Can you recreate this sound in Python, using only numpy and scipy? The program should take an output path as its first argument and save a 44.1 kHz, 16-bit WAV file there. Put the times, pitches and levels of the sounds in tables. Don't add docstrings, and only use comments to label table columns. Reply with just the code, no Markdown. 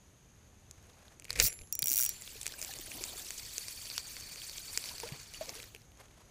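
import sys
import numpy as np
from scipy import signal
from scipy.fft import rfft, irfft
from scipy.io import wavfile

SR = 44100
rng = np.random.default_rng(int(sys.argv[2]) if len(sys.argv) > 2 else 0)


def put_to_file(sound):
    columns = np.atleast_2d(sound).T
    safe = np.clip(columns, -1, 1)
    whole_steps = np.round(safe * 32767)
    wavfile.write(sys.argv[1], SR, whole_steps.astype(np.int16))


N = 278126

# start_s, level_db
TICKS = [(1.411, -21), (1.4215, -26), (1.426, -16), (1.432, -24), (1.435, -21), (1.4385, -19),
         (1.4417, -11.5), (1.448, -15), (1.453, -18), (1.4562, -18.5), (1.463, -17), (1.4673, -19),
         (1.471, -16), (1.476, -17), (1.4827, -20), (1.726, -19.5), (1.7528, -23), (1.7915, -19),
         (1.8223, -17.5), (1.842, -22), (1.8586, -18), (1.8715, -17.5), (1.8826, -15), (1.892, -19),
         (1.901, -20), (1.9091, -20), (1.9169, -16), (1.9241, -18), (1.931, -17), (1.9389, -16.5),
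         (1.947, -21), (1.9584, -17), (1.9692, -17), (1.978, -16), (1.9867, -14), (1.9938, -16),
         (2.0017, -18), (2.0097, -15.5), (2.017, -18), (2.026, -15.5), (2.0344, -16.5), (2.042, -17.5),
         (2.0505, -18), (2.0626, -17.5), (2.0922, -19)]
# time_s, level_db
SWING = [(1.25, -73), (1.31, -52.5), (1.355, -53), (1.42, -37), (1.445, -52), (1.48, -43.5), (1.52, -61),
         (1.6, -78.5)]
# time_s, level_db
WIND = [(1.8, -76), (1.9, -62), (2.06, -54.5), (2.2, -61.5), (2.3, -57.5), (2.42, -59), (2.5, -55.5),
        (2.57, -59.5), (2.64, -52.5), (2.8, -55.5), (4.3, -57.5), (4.6, -57.5), (4.8, -53.5), (5.15, -56),
        (5.27, -61.5), (5.36, -57), (5.63, -57), (5.7, -67), (5.85, -78)]


def from_db(db):
    return 10 ** (np.asarray(db) / 20)


def rms_one(x):
    return x / np.sqrt(np.mean(x ** 2) + 1e-20)


def in_time(rows):
    s, *columns = np.transpose(rows)
    return [np.interp(np.arange(N) / SR, s, column) for column in columns]


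def sounding(rows):
    start_s, end_s = rows[0][0], rows[-1][0]
    return np.interp(np.arange(N) / SR, [start_s - .02, start_s, end_s, end_s + .02], [0, 1, 1, 0])


def colour(x, spectrum):
    hz = np.fft.rfftfreq(N, 1 / SR) + 1e-9
    at_hz, level_db = np.transpose(spectrum)
    gain = from_db(np.interp(np.log(hz), np.log(at_hz), level_db, left=-99, right=-99))
    return irfft(rfft(x) * rms_one(gain), N)


def coloured_noise(spectrum):
    return rms_one(colour(rng.standard_normal(N), spectrum))


def drift(rate):
    r = np.exp(-80 * np.pi * rate / SR)
    slow = signal.lfilter([1], [1, -2 * r, r * r], rng.standard_normal(N // 40 + 2002))[2000:]
    return np.interp(np.arange(N) / 40, np.arange(len(slow)), rms_one(slow))


def resonator(hz, t60):
    r, w = from_db(-60 / (t60 * SR)), 2 * np.pi * hz / SR
    return [0, np.sin(w)], [1, -2 * r * np.cos(w), r * r]


def ring(clicks, hz, t60):
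    return signal.lfilter(*resonator(hz, t60), clicks + 1e-18)


def strike(times, strength_db, modes, spread_db, keep):
    edges, out = np.append((times * SR).astype(int), N), np.zeros(N)
    chance = rng.standard_normal((len(times), len(modes)))
    blows_db = strength_db.reshape(len(times), -1) + spread_db * chance
    for k, (hz, level_db, t60) in enumerate(modes):
        b, a = resonator(hz, t60)
        state = np.zeros(2)
        for start, end, blow in zip(edges, edges[1:], from_db(level_db + blows_db[:, k])):
            click = blow * (np.arange(end - start) == 0) + 1e-18
            part, state = signal.lfilter(b, a, click, zi=keep * state)
            out[start:end] += (-1) ** k * part
    return out


def band(x, low_hz, high_hz):
    sos = signal.butter(1, [low_hz, min(high_hz, .45 * SR)], "band", fs=SR, output="sos")
    return signal.sosfilt(sos, x)


def swell(s, peak_db, rise_db_per_s, fall_db_per_s, hold_s=0):
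    t = np.arange(N) / SR - s
    return from_db(peak_db + rise_db_per_s * np.minimum(t, 0) - fall_db_per_s * np.maximum(t - hold_s, 0))


def drag_clicker(crack_t60=0.0073, crack_db=-3.5, jerk_db=-4.5):
    # pitch_hz, level_db (per Hz)
    crack_colour = [(710, -49.5), (1200, -27), (1630, -18.5), (1860, -20.5), (2200, -13), (4160, -13),
                    (5660, -2), (6830, -0.5), (9500, 0.5), (12100, -2), (14800, 0.5), (15600, 11),
                    (16600, -2)]
    # pitch_hz, level_db, t60_s
    spring_modes = [(5716, -17, 0.069), (5739, -15, 0.063), (14900, -5, 0.014), (14150, -11.5, 0.0085),
                    (2420, -36, 0.094), (2650, -34, 0.026)]
    # pitch_hz, level_db, t60_s
    spool_modes = [(7220, -29, 0.53), (10890, -32, 0.078), (11210, -39.5, 0.66)]
    jerk_ring_db = [7, 8.5, 10.5]
    spring_ring_db, spool_ring_db = -5.5, -4
    free_after_s, free_ring_db = .025, 3

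    s, tick_db = np.transpose(TICKS)
    in_jerk = s < SWING[-1][0]
    length = 800
    cracks = rng.standard_normal((len(s), length)) * from_db(-60 * np.arange(length) / (crack_t60 * SR))
    cracks[:, 0] += 3.5
    crack_db = crack_db + jerk_db * in_jerk
    onset_rms = np.sqrt(np.mean(cracks[:, :40] ** 2, axis=1, keepdims=True))
    cracks *= from_db(tick_db + crack_db)[:, None] / onset_rms
    train = np.zeros(N)
    np.add.at(train, (s * SR).astype(int)[:, None] + np.arange(length), cracks)

    spring = strike(s, tick_db + spring_ring_db, spring_modes, 5.4, keep=0.7)
    spool_db = tick_db + spool_ring_db + free_ring_db * (np.diff(s, append=N) > free_after_s)
    spool_blows_db = spool_db[:, None] + np.outer(in_jerk, jerk_ring_db)
    spool = strike(s, spool_blows_db, spool_modes, 2.0, keep=0.64)
    return colour(train, crack_colour) + spring + spool


def swing():
    # pitch_hz, level_db (per Hz)
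    rush_colour = [(250, -28), (480, 2), (900, -16.5), (1500, -6.5), (2300, 3.5), (3200, -9), (4600, -5.5),
                   (8000, -9.5), (13000, -15)]
    # full_from_s, hold_s, hiss level_db
    slips = [(1.413, 0.058, -35.5), (1.5, 0.05, -64), (1.9, .16, -70)]
    # pitch_hz, level_db (per Hz)
    slip_colour = [(3000, -16), (4600, 5), (5800, 1), (8000, -2), (13000, -9), (15250, 8), (15700, -12.5),
                   (16200, -39)]
    # peak_s, level_db
    gust_rows = [(1.31, -49.5), (1.37, -42.5), (1.405, -44), (1.436, -39), (1.5, -55), (1.606, -48)]

    rush = from_db(in_time(SWING)[0] + 6.6 * drift(100)) * coloured_noise(rush_colour)

    teeth = np.isin(np.arange(N), (np.array(TICKS)[:, 0] * SR).astype(int))
    pulsing = 0.56 + signal.lfilter([1], [1, -.993], teeth)
    slipping = sum(swell(s, db, rise_db_per_s=600, fall_db_per_s=2000, hold_s=hold) for s, hold, db in slips)
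    slip = pulsing * slipping * from_db(1.3 * drift(147)) * coloured_noise(slip_colour)

    air = coloured_noise([(12, 4.0), (35, 4.5), (70, -2), (110, 1.0), (250, -19.5), (600, -20.0)])
    gusts = sum(swell(s, db, rise_db_per_s=696, fall_db_per_s=799.5, hold_s=0.018) for s, db in gust_rows)
    return sounding(SWING) * rush + slip + gusts * air


def patchy_noise(swell_db, patchy_db, grit_per_s, tilt_db):
    edges_hz, out, white = np.geomspace(900, 15400, 23), 0, rng.standard_normal((2, N))
    for k, (low_hz, high_hz) in enumerate(zip(edges_hz, edges_hz[1:])):
        grit = (rng.random(N) < grit_per_s / SR) * from_db(2.6 * np.minimum(rng.exponential(1, N), 3))
        flare = 1 + 1.51 * signal.lfilter([1], [1, -.99], grit)
        sos = signal.butter(2, [low_hz, high_hz], "band", fs=SR, output="sos")
        part = signal.sosfilt(sos, white[k % 2] * flare)
        flutter_db = patchy_db * drift(49.8) + 0.53 * drift(5.74)
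        out = out + part * from_db(flutter_db + tilt_db * np.log2(low_hz / 2500))
    return out * from_db(swell_db)


def reel(roller_throb_db=3.5):
    # time_s, turns_per_s
    rotor_speed = [(2.3, 20), (3.8, 17.4), (4.0, 15.5), (4.3, 17.9), (4.9, 15.42), (5.6, 12.5)]
    # time_s, level_db
    line_pull = [(2.0, 0), (2.64, -10), (2.85, -2), (3.4, 1), (4.25, 6), (5.0, 1), (5.4, 0), (5.65, -10)]
    # time_s, tilt_db_per_octave
    brightness = [(2.0, 0), (3.7, 0.5), (4.2, -1), (4.7, 0.5), (5.2, -3), (5.7, -1.5)]
    # pitch_hz, level_db (per Hz)
    whir_colour = [(900, -15.5), (1500, -7.5), (2400, -3), (3300, -2), (4200, -2), (5100, -4), (6800, -2.5),
                   (8200, -4.5), (9200, -7.5), (10800, -4), (12500, -8.5), (13800, -3), (15200, -3.5),
                   (15400, -38)]
    # pitch_hz, level_db (per Hz)
    sizzle_colour = [(4800, -8), (5600, -2), (7200, -3), (8300, -4), (9500, -7), (15200, -28)]
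    roller_hz, roller_width_hz = 4540, 235
    roller_low_hz, roller_low_db = 2420, -11
    sizzle_db = -3.5

    (whir_db,), (pull_db,), (tilt_db,) = in_time(WIND), in_time(line_pull), in_time(brightness)
    turn = np.cos(2 * np.pi * np.cumsum(in_time(rotor_speed)[0]) / SR + 0.82 * drift(7.2))
    hiss = patchy_noise(1.5 * drift(25), patchy_db=3.0, grit_per_s=30., tilt_db=tilt_db)
    whir = from_db(3) * colour(hiss, whir_colour)

    rub = rng.standard_normal(N)
    high_ring = rms_one(ring(rub, roller_hz, 3.1 / roller_width_hz))
    low_ring = rms_one(ring(rub, roller_low_hz, 2.8 / roller_width_hz))
    roller_db = pull_db - 2.0 + roller_throb_db * turn + 3.53 * drift(63)
    roller = (high_ring + from_db(roller_low_db) * low_ring) * from_db(roller_db)

    sizzle = from_db(whir_db + pull_db + sizzle_db) * rms_one(colour(hiss, sizzle_colour))
    sway_noise = coloured_noise([(10, -16), (30, -0.5), (60, -8.0), (150, -17.0)])
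    sway = from_db(-7.5 + 1.8 * drift(7.2)) * sway_noise
    return sounding(WIND) * (from_db(whir_db) * (whir + roller + sway) + sizzle)


def faint_knocks(count=40):
    first_s, last_s = .75, 6.25
    top_db, range_db = -50, 5.5
    when, size, pitch = rng.random((count, 3)).T
    s = first_s + when * (last_s - first_s)
    busy_db = np.interp(s, *np.transpose(WIND)) - WIND[0][1]
    return np.transpose([s, top_db + busy_db - range_db * size, 2200 * 3.2 ** pitch])


def knocks(width=1.306, broad_db=-12, edge=3.9, crack_t60=0.0081):
    # start_s, level_db, centre_hz
    knock_rows = [(0.7111, -37, 6240), (0.827, -52, 6440), (0.869, -55, 9000), (1.0811, -46, 4040),
                  (1.1979, -36.5, 6340), (1.2222, -43, 2320), (1.2446, -38, 7010), (1.2526, -35, 2370),
                  (1.2828, -43, 2240), (1.3054, -16.5, 4300), (1.3298, -27, 7340), (1.346, -49, 4710),
                  (1.3558, -32, 4300), (1.378, -41, 2060), (1.389, -30, 8000), (1.3996, -9, 6350),
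                  (1.4006, -7.5, 4900), (1.5044, -33.5, 7000), (1.5281, -32, 7300), (1.534, -46, 11000),
                  (1.54, -39, 11000), (1.59, -41, 4600), (1.613, -42.5, 2330), (1.618, -40.5, 6600),
                  (1.8272, -21.5, 4260), (2.2213, -32.5, 6250), (2.414, -29, 6450), (2.4312, -31, 7740),
                  (2.458, -27, 2650), (2.466, -19, 7300), (2.4782, -25, 6800), (2.4914, -40, 4620),
                  (2.592, -33.5, 9250), (2.6155, -26, 6700), (2.627, -25, 6300), (2.6478, -27.5, 6900),
                  (2.7378, -30.5, 6700), (2.799, -37, 6420), (3.039, -21, 6600), (3.3066, -23.5, 7200),
                  (3.3964, -31, 4750), (3.4437, -43, 14900), (3.5811, -21.5, 6360), (3.683, -26.5, 5680),
                  (3.8684, -35, 6600), (3.901, -29, 4670), (3.9796, -19, 3920), (4.1672, -31, 2120),
                  (4.359, -33, 1870), (4.7753, -13, 6200), (4.8403, -26, 4520), (4.8891, -30.5, 4630),
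                  (5.001, -26, 6760), (5.3386, -36, 4700), (5.4933, -28, 5400), (5.6235, -42.5, 6600),
                  (5.64, -39.5, 1780), (5.7487, -31.5, 2470), (5.7624, -43.5, 2480), (5.818, -47.5, 4500),
                  (5.974, -49.5, 6000)]
    # pitch_hz, level_db, t60_s
    body_modes = [(2450, -9, 0.0047), (4630, -10, 0.0043), (470, -34.5, 0.058)]
    thud_db, thud_follows = -37.5, 0.49

    length = 2000
    out, t = np.zeros(N + length), np.arange(length) / SR
    rows = np.array(sorted(knock_rows + [tuple(row) for row in faint_knocks()]))
    for (s, level_db, hz), noise in zip(rows, rng.standard_normal((len(rows), length))):
        burst = noise * from_db(-60 * t / crack_t60)
        burst[0] += edge
        centred = band(band(burst, hz / width, hz * width), hz / width, hz * width)
        broad = band(band(burst, 1000, 12000), 300, 16000)
        crack = centred + from_db(broad_db) * broad
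        thud = band(band(burst, 300, 900), 300, 900)
        sound = from_db(level_db) * crack / np.abs(crack).max()
        sound += from_db(thud_db + thud_follows * level_db) * thud / np.abs(thud).max()
        start = int(s * SR)
        out[start:start + length] += sound
    body = strike(rows[:, 0], rows[:, 1], body_modes, 1.0, keep=0.6)
    return colour(out[:N], [(60, 2.5), (15200, 4), (15600, -5), (16800, -26)]) + body


def bumps():
    # start_s, level_db, pitch_hz, t60_s
    bump_rows = [(1.401, -23.5, 1740, 0.013), (1.402, -26.5, 470, 0.03), (1.59, -47, 2400, 0.013),
                 (1.826, -41, 141, 0.066), (1.909, -45, 298.4, 0.064), (2.0, -36, 1530, 0.015),
                 (2.355, -48.5, 442, 0.056), (2.54, -43, 1610, .03), (2.692, -43.5, 790, 0.045),
                 (2.71, -44, 1750, 0.035), (5.12, -33, 137, 0.064), (5.345, -37, 2890, 0.018),
                 (5.746, -49.5, 433, 0.0416)]
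    out = 0
    for s, level_db, hz, t60 in bump_rows:
        click = from_db(level_db + 0.5) * (np.arange(N) == int(s * SR))
        out = out + band(ring(click, hz, t60), hz / 2, hz * 2)
    return out


def lure_wash(per_s=160., cycles=28.0):
    # time_s, level_db
    water = [(1.8, -67), (1.9, -59.5), (2.3, -71.5), (2.64, -56.5), (2.8, -61), (2.98, -52), (3.35, -66.5),
             (4.6, -68), (5.15, -54.5), (5.27, -74), (5.5, -54.5), (5.63, -64.5), (5.85, -85)]
    wash = coloured_noise([(120, 1), (300, -2.0), (600, 0), (1100, -5), (2000, -31.5)])
    born = (rng.random(N) < per_s / SR) * from_db(4.1 * np.minimum(rng.exponential(1, N), 3))
    pitches_hz = np.geomspace(260, 1800, 14)
    dealt = rng.integers(0, 14, N)
    small = sum(ring(born * (dealt == k), hz, cycles / hz) for k, hz in enumerate(pitches_hz))
    small = rms_one(band(small, 300, 1600))
    mix = wash * from_db(-5.5 + 3.8 * drift(39)) + from_db(-7.0) * small
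    return sounding(water) * from_db(in_time(water)[0]) * mix


def bubbles(wobble=0.05, slap_db=-12):
    # start_s, level_db, start_hz, rise_octaves_per_s, t60_s
    bubble_rows = [(2.794, -42, 354, 2.1, 0.036), (2.946, -46.5, 230, 22, 0.18),
                   (3.009, -42, 375, 1.1, 0.075), (3.157, -39, 397, 1.1, 0.02), (4.91, -45, 860, 21, 0.066),
                   (5.033, -29.5, 840, 2.6, 0.024), (5.033, -36.5, 404, 15, 0.13),
                   (5.41, -27.5, 651.4, 4.0, 0.061), (5.482, -43.5, 525, 1.18, 0.1),
                   (5.56, -49.5, 424, 8.4, 0.169)]
    out, t = np.zeros(N), np.arange(int(.15 * SR)) / SR
    unsteady, slap = 1 + wobble * drift(107), band(rng.standard_normal(N), 300, 2400)
    for s, level_db, start_hz, rise, t60 in bubble_rows:
        span = slice(int(s * SR), int(s * SR) + len(t))
        hz = start_hz * unsteady[span] * 2 ** (rise * np.minimum(t, .05))
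        envelope = from_db(-60 * t / t60) * (1 - np.exp(-t / .0015))
        tone = envelope * np.sin(2 * np.pi * np.cumsum(hz) / SR)
        out[span] += from_db(level_db) * (tone + from_db(slap_db - 60 * t / 0.16) * slap[span])
    return out


def surroundings():
    # pitch_hz, level_db (per Hz)
    air_colour = [(15, -8), (30, -10), (55, -1.5), (100, -2), (160, -9.5), (400, -16.5), (1000, -23.5),
                  (3000, -27.5), (5500, -31), (12800, -34), (13100, -53.5)]
    # pitch_hz, level_db (per Hz)
    insect_colour = [(5700, -20), (5950, -1.5), (6500, 3), (6950, 0), (7200, -25)]
    # time_s, level_db
    rustle = [(.65, -79), (.9, -69.5), (1.15, -68), (1.2, -96), (5.9, -91), (6.0, -63), (6.1, -67.5),
              (6.31, -71.5)]
    air_db, insects_db = -61, -71
    air = from_db(air_db + 0.3 * drift(1.9)) * coloured_noise(air_colour)
    insects = from_db(insects_db + 0.74 * drift(18)) * coloured_noise(insect_colour)
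    rub = coloured_noise([(400, 5.5), (1500, 0), (4000, -6.5), (12800, -12.5)])
    fingers = sounding(rustle) * from_db(in_time(rustle)[0] + 4.0 * drift(40)) * rub
    return air + insects + fingers


def scene():
    handling = drag_clicker() + swing() + reel() + knocks() + bumps()
    water = lure_wash() + bubbles()
    return (handling + water + surroundings())[None]


def record(dry):
    return signal.sosfilt(signal.cheby2(12, 70, 16800, fs=SR, output="sos"), dry)


dry = scene()
out = record(dry)
put_to_file(out)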